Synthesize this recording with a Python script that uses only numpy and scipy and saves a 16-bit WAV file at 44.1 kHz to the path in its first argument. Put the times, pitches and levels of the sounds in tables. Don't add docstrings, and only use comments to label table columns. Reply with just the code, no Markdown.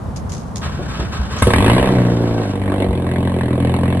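import sys
import numpy as np
from scipy import signal
from scipy.fft import rfft, irfft, next_fast_len
from scipy.io import wavfile
from scipy.ndimage import map_coordinates

SR = 44100
rng = np.random.default_rng(int(sys.argv[2]) if len(sys.argv) > 2 else 0)


def generate_wav(signal):
    frames = np.transpose(np.atleast_2d(signal))
    scaled = np.clip(frames, -1, 1) * 32767
    pcm = np.round(scaled).astype(np.int16)
    wavfile.write(sys.argv[1], SR, pcm)


N = 176400
TIME = np.arange(N) / SR

# f/Hz, gain/dB
OUTDOOR_SPECTRUM = [(22, -25.5), (65, 3.5), (120, 1), (220, -4), (330, -16), (1050, -20.5), (2400, -42.5),
                    (11500, -51.5)]
# t/s, level/dB
OUTDOOR_LEVEL = [(2, -25), (3, -34)]
# t/s, level/dB, t60/s
CLICKS = [(0.16, -28, 0.093), (.293, -36.5, 0.15), (0.318, -36, 0.45), (0.558, -20.5, 0.027),
          (0.568, -32, 0.15), (1.38, -34.5, 0.49)]
# f/Hz, gain/dB
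CLICK_SPECTRUM = [(2000, -6.5), (3330, -6), (6600, 2.5), (7800, -6), (11500, -14.5)]
# t/s, length/s, relative level/dB
STROKES = [(0.614, 0.041, -28.5), (0.887, 0.14, -31.5), (1.113, 0.0629, -28.5), (1.298, 0.2, -26.5)]
# f/Hz, gain/dB
GRIND_SPECTRUM = [(230, -8), (450, 1.5), (1300, -1.5), (1800, -6), (5500, -8.5), (11000, -28)]
# t/s, level/dB
CHUFFS = [(0.784, -23), (0.991, -19)]
# t/s, level/dB
THUMPS = [(0.996, -9.5), (1.192, -6.5), (1.429, -3), (1.536, -16), (1.797, -9), (2.877, -8)]
# f/Hz, gain/dB
LEAF_SPECTRUM = [(1200, -24), (3500, -8), (10000, 1)]
# t/s, level/dB
BANGS = [(1.42, -8.5), (1.504, -9), (1.536, 4.5), (1.857, -24), (2.066, -28), (2.739, -17), (2.844, -11.5),
         (3.74, -8)]
# t/s, firing rate/Hz
FIRING_RATE = [(1.422, 17.65), (1.5, 29.62), (1.58, 45.94), (1.7, 58.31), (1.83, 65.83), (1.98, 61.46),
               (2.15, 58.11), (2.41, 55.6), (2.46, 50.15), (2.6, 48.3), (2.8, 48.9), (2.95, 44.03),
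               (3.1, 43.05), (3.35, 44.68), (3.44, 41.19), (3.7, 43.17), (4.0, 43.71)]
# t/s, roughness/0-1
ROUGHNESS = [(1.75, 0.7), (1.92, 0.48), (2.4, 0.28), (2.5, 0.73), (2.72, 0.42), (3.05, 0.65)]
# t/s, boom/dB, bark/dB, crack/dB
EXHAUST_LEVELS = [(1.43, -16.5, -29, -19.5), (1.48, -12.5, -14, -28.5), (1.54, -15, -20, -22.5),
                  (1.75, -13, -18.5, -21.5), (1.83, -18, -19, -26.5), (1.96, -14, -18.5, -31.5),
                  (2.15, -17, -20.5, -39.5), (2.425, -19, -20, -40.5), (2.46, -22.5, -25.5, -36),
                  (2.6, -20.5, -27, -41), (2.63, -19.5, -24.5, -37), (2.835, -20.5, -17.5, -31),
                  (2.87, -19, -23, -36.5), (3.36, -16.5, -24.5, -34), (3.45, -17.5, -24, -36),
                  (3.75, -15.5, -22.5, -33)]
# t/s, level/dB
HISS_LEVEL = [(1.46, -6.5), (1.54, -14), (1.8, -17.5), (2.1, -25.5), (2.6, -15.5)]
# f/Hz, width/Hz, gain/dB
CHAMBERS = [(283.2, 16.7, 3.5), (353.5, 26, -8.5), (482, 11, 3), (573, 6.4, 0.5)]
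# f/Hz, gain/dB
BOOM_SPECTRUM = [(30, -19), (60, -13), (86, -2), (126, 8), (150, -5.5), (185, 0), (235, 2), (310, -21.5),
                 (600, -59.5)]
BARK_SPECTRUM = [(130, -40), (250, -6.5), (310, 0.5), (360, 0.5), (460, -5), (680, -6), (880, -14.5),
                 (1300, -35.5), (3000, -66)]
CRACK_SPECTRUM = [(350, 4), (650, 8.5), (950, 5), (1500, -3.5), (2100, 2), (2900, -4), (4200, -6.5),
                  (5400, -23)]
HISS_SPECTRUM = [(4500, -33), (7000, -5.5), (8700, 3.5), (11200, 2), (12200, -19)]
GUST_SPECTRUM = [(20, -43), (65, 19), (250, -32.5)]
# f/Hz, gain/dB
PAN = [(190, 0.5), (900, -3), (3400, 0.5), (6500, 2)]
# f/Hz, phase/rad
LEFT_LEAD = [(2200, 0), (2700, -1.8), (4500, -2.9), (7200, -3.2), (7700, 0)]
# f/Hz, gain/dB
SCATTER_SPECTRUM = [(200, -26.5), (1200, 4), (4000, -1.5), (9000, -39)]


def amp(db):
    return 10 ** (np.asarray(db) / 20)


def unit(x, span=slice(None)):
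    return x / np.sqrt(np.mean(x[span] ** 2) + 1e-20)


def along(points, hz):
    f, v = np.transpose(points)
    return np.interp(np.log(hz + 1), np.log(f + 1), v)


def curves(rows, at=TIME):
    t, *cols = np.transpose(rows)
    return [np.interp(at, t, c) for c in cols]


def wobble(rate_hz):
    return map_coordinates(rng.standard_normal(2000), [TIME * rate_hz], mode="mirror")


def filtered(x, response):
    size = next_fast_len(N + SR // 2)
    return irfft(rfft(x, size) * response(np.fft.rfftfreq(size, 1 / SR)), size)[..., :N]


def coloured(x, spectrum):
    size = 16384
    cepstrum = irfft(np.log(amp(along(spectrum, np.fft.rfftfreq(size, 1 / SR)))))
    cepstrum[1:size // 2] *= 2
    cepstrum[size // 2 + 1:] = 0
    return signal.fftconvolve(x, irfft(np.exp(rfft(cepstrum)))[:size // 2])[:N]


def noise(spectrum):
    return unit(coloured(rng.standard_normal(N), spectrum))


def burst(start_s, attack_s, t60_s):
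    t = np.maximum(TIME - start_s, 0)
    return (1 - np.exp(-t / attack_s)) * amp(-60 * t / t60_s)


def held(start_s, stop_s, attack_s, release_s):
    return np.clip((TIME - start_s) / attack_s, 0, 1) * np.exp(-np.maximum(TIME - stop_s, 0) / release_s)


def pulses(times_s, sizes):
    return np.bincount(np.maximum(times_s * SR, 0).astype(int), sizes, N)[:N]


def outdoors():
    mid = noise(OUTDOOR_SPECTRUM)
    side = filtered(noise(OUTDOOR_SPECTRUM), lambda hz: amp(along([(200, -10.5), (700, -1.5)], hz)))
    return amp(curves(OUTDOOR_LEVEL)[0] + wobble(16)) * np.array([mid + side, mid - side])


def clicks():
    envelope = sum(amp(db) * burst(t, attack_s=0.00074, t60_s=t60) for t, db, t60 in CLICKS)
    return envelope * amp(3.3 * wobble(300)) * np.array([noise(CLICK_SPECTRUM), noise(CLICK_SPECTRUM)])


def starter(on_s=0.609, off_s=2.5, gear_hz=1380, sag=0.098, waver=0.04):
    load = sum(amp(db) * held(t, t + length, attack_s=0.0133, release_s=0.0203)
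               for t, length, db in STROKES)
    drive = load + amp(-31) * held(on_s, off_s, attack_s=0.012, release_s=0.056)
    speed = 1 - sag * load / load.max() + waver * wobble(160)
    whine = unit(np.sin(2 * np.pi * gear_hz * np.cumsum(speed) / SR))
    return drive * amp(2.2 * wobble(120) - 8) * (noise(GRIND_SPECTRUM) + amp(-6.5) * whine)


def chuffs():
    return noise(BARK_SPECTRUM) * sum(amp(db) * burst(t, attack_s=0.0074, t60_s=0.24) for t, db in CHUFFS)


def thumps(ring_hz=64):
    return sum(amp(db) * burst(t, attack_s=0.011, t60_s=0.22) * np.sin(2 * np.pi * ring_hz * (TIME - t))
               for t, db in THUMPS)


def leaves(start_s=1, ticks_per_s=45, level_db=-63):
    ticks = (rng.random(N) < ticks_per_s / SR) * (TIME > start_s) * rng.exponential(size=N)
    envelope = signal.fftconvolve(ticks, burst(0, attack_s=0.0003, t60_s=0.034)[:SR // 8])[:N]
    return amp(level_db) * unit(coloured(envelope * rng.standard_normal(N), LEAF_SPECTRUM))


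def bangs():
    envelope = sum(amp(db) * burst(t, attack_s=0.0007, t60_s=0.01) for t, db in BANGS)
    return envelope * noise(CRACK_SPECTRUM)


def pipe(x, fundamental_hz=93, echo=0.41):
    def response(hz):
        ring = sum(amp(db) * 1j * hz * width / (f * f - hz * hz + 1j * hz * width)
                   for f, width, db in CHAMBERS)
        return (1 + ring) / (1 - echo * np.exp(-2j * np.pi * hz / fundamental_hz))
    return filtered(x, response)


def silencer(x, round_trip_s=0.0035, echo=0.69):
    def response(hz):
        delay = np.exp(-2j * np.pi * hz * round_trip_s)
        return (delay - echo) / (1 - echo * delay)
    return filtered(x, response)


def engine(boom_lag_s=0.0025, bark_lag_s=0.0012, alternate_lag_s=0.00068, shock_lag_s=0.0008,
           shock_corner_hz=1000, gust_fade_db_per_s=20.5):
    start_s = FIRING_RATE[0][0]
    running = TIME >= start_s
    rate_hz, = curves(FIRING_RATE)
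    count = np.cumsum(rate_hz[running]) / SR
    times_s = np.interp(np.arange(int(count[-1]) + 1), count, TIME[running])
    size = curves(FIRING_RATE, times_s)[0] ** -0.35
    uneven, = curves(ROUGHNESS, times_s)
    jitter, boom_scatter, bark_scatter, crack_scatter = rng.standard_normal((len(times_s), 4)).T
    times_s += 0.0004 * uneven * jitter
    boom_sizes = size * amp(2.7 * uneven * boom_scatter)
    bark_sizes = size * amp(2.5 * uneven * bark_scatter)
    crack_sizes = size * amp(2.4 * crack_scatter)

    def jet(sizes, spectrum, attack_s, t60_s, steady):
        gate = signal.fftconvolve(pulses(times_s, sizes), burst(0, attack_s, t60_s)[:SR // 8])[:N]
        flow = unit(gate, running) + steady * running
        return coloured(flow * rng.standard_normal(N), spectrum)

    boom = unit(pipe(coloured(pulses(times_s + boom_lag_s, boom_sizes), BOOM_SPECTRUM)), running)

    late_s = alternate_lag_s * (np.arange(len(times_s)) % 2)
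    bark_pulses = coloured(pulses(times_s + bark_lag_s + late_s, bark_sizes), BARK_SPECTRUM)
    clean = unit(silencer(pipe(bark_pulses)), running)
    rasp = unit(pipe(jet(bark_sizes, BARK_SPECTRUM, attack_s=0.0012, t60_s=0.05, steady=0.4)), running)
    rough, = curves(ROUGHNESS)
    bark = np.sqrt(1 - rough ** 2) * clean + rough * rasp

    crack = unit(jet(crack_sizes, CRACK_SPECTRUM, attack_s=0.0007, t60_s=0.014, steady=0.36), running)
    front = coloured(pulses(times_s + shock_lag_s, crack_sizes), CRACK_SPECTRUM)
    shock = amp(2) * unit(filtered(front, lambda hz: 1 / (1 + 1j * hz / shock_corner_hz) ** 2), running)
    hiss = unit(jet(crack_sizes, HISS_SPECTRUM, attack_s=0.003, t60_s=0.026, steady=1), running)
    gust = running * amp(-19.5 - gust_fade_db_per_s * (TIME - start_s)) * noise(GUST_SPECTRUM)

    boom_db, bark_db, crack_db = curves(EXHAUST_LEVELS)
    hiss_db = crack_db + curves(HISS_LEVEL)[0]
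    return (boom * amp(boom_db) + bark * amp(bark_db) + (crack + shock) * amp(crack_db)
            + hiss * amp(hiss_db) + gust)


def microphones(x, yard_t60_s=0.085):
    t = TIME[:SR // 2]
    tail = rng.standard_normal((2, len(t))) * amp(-60 * t / yard_t60_s)
    scatter = signal.fftconvolve(x[None], tail / np.linalg.norm(tail[0]), axes=1)[:, :N]
    sides = np.array([[0.5], [-0.5]])
    direct = filtered(x, lambda hz: amp(sides * along(PAN, hz)) * np.exp(1j * sides * along(LEFT_LEAD, hz)))
    return direct + filtered(scatter, lambda hz: amp(along(SCATTER_SPECTRUM, hz)))


def scene():
    car = engine() + bangs() + starter() + chuffs() + thumps()
    return microphones(car + leaves()) + clicks() + outdoors()


def record(dry, ceiling=0.95, top_hz=12000):
    soft = dry / (1 + np.abs(dry / ceiling) ** 6) ** (1 / 6)
    return filtered(soft, lambda hz: hz < top_hz)


dry = scene()
out = record(dry)
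generate_wav(out)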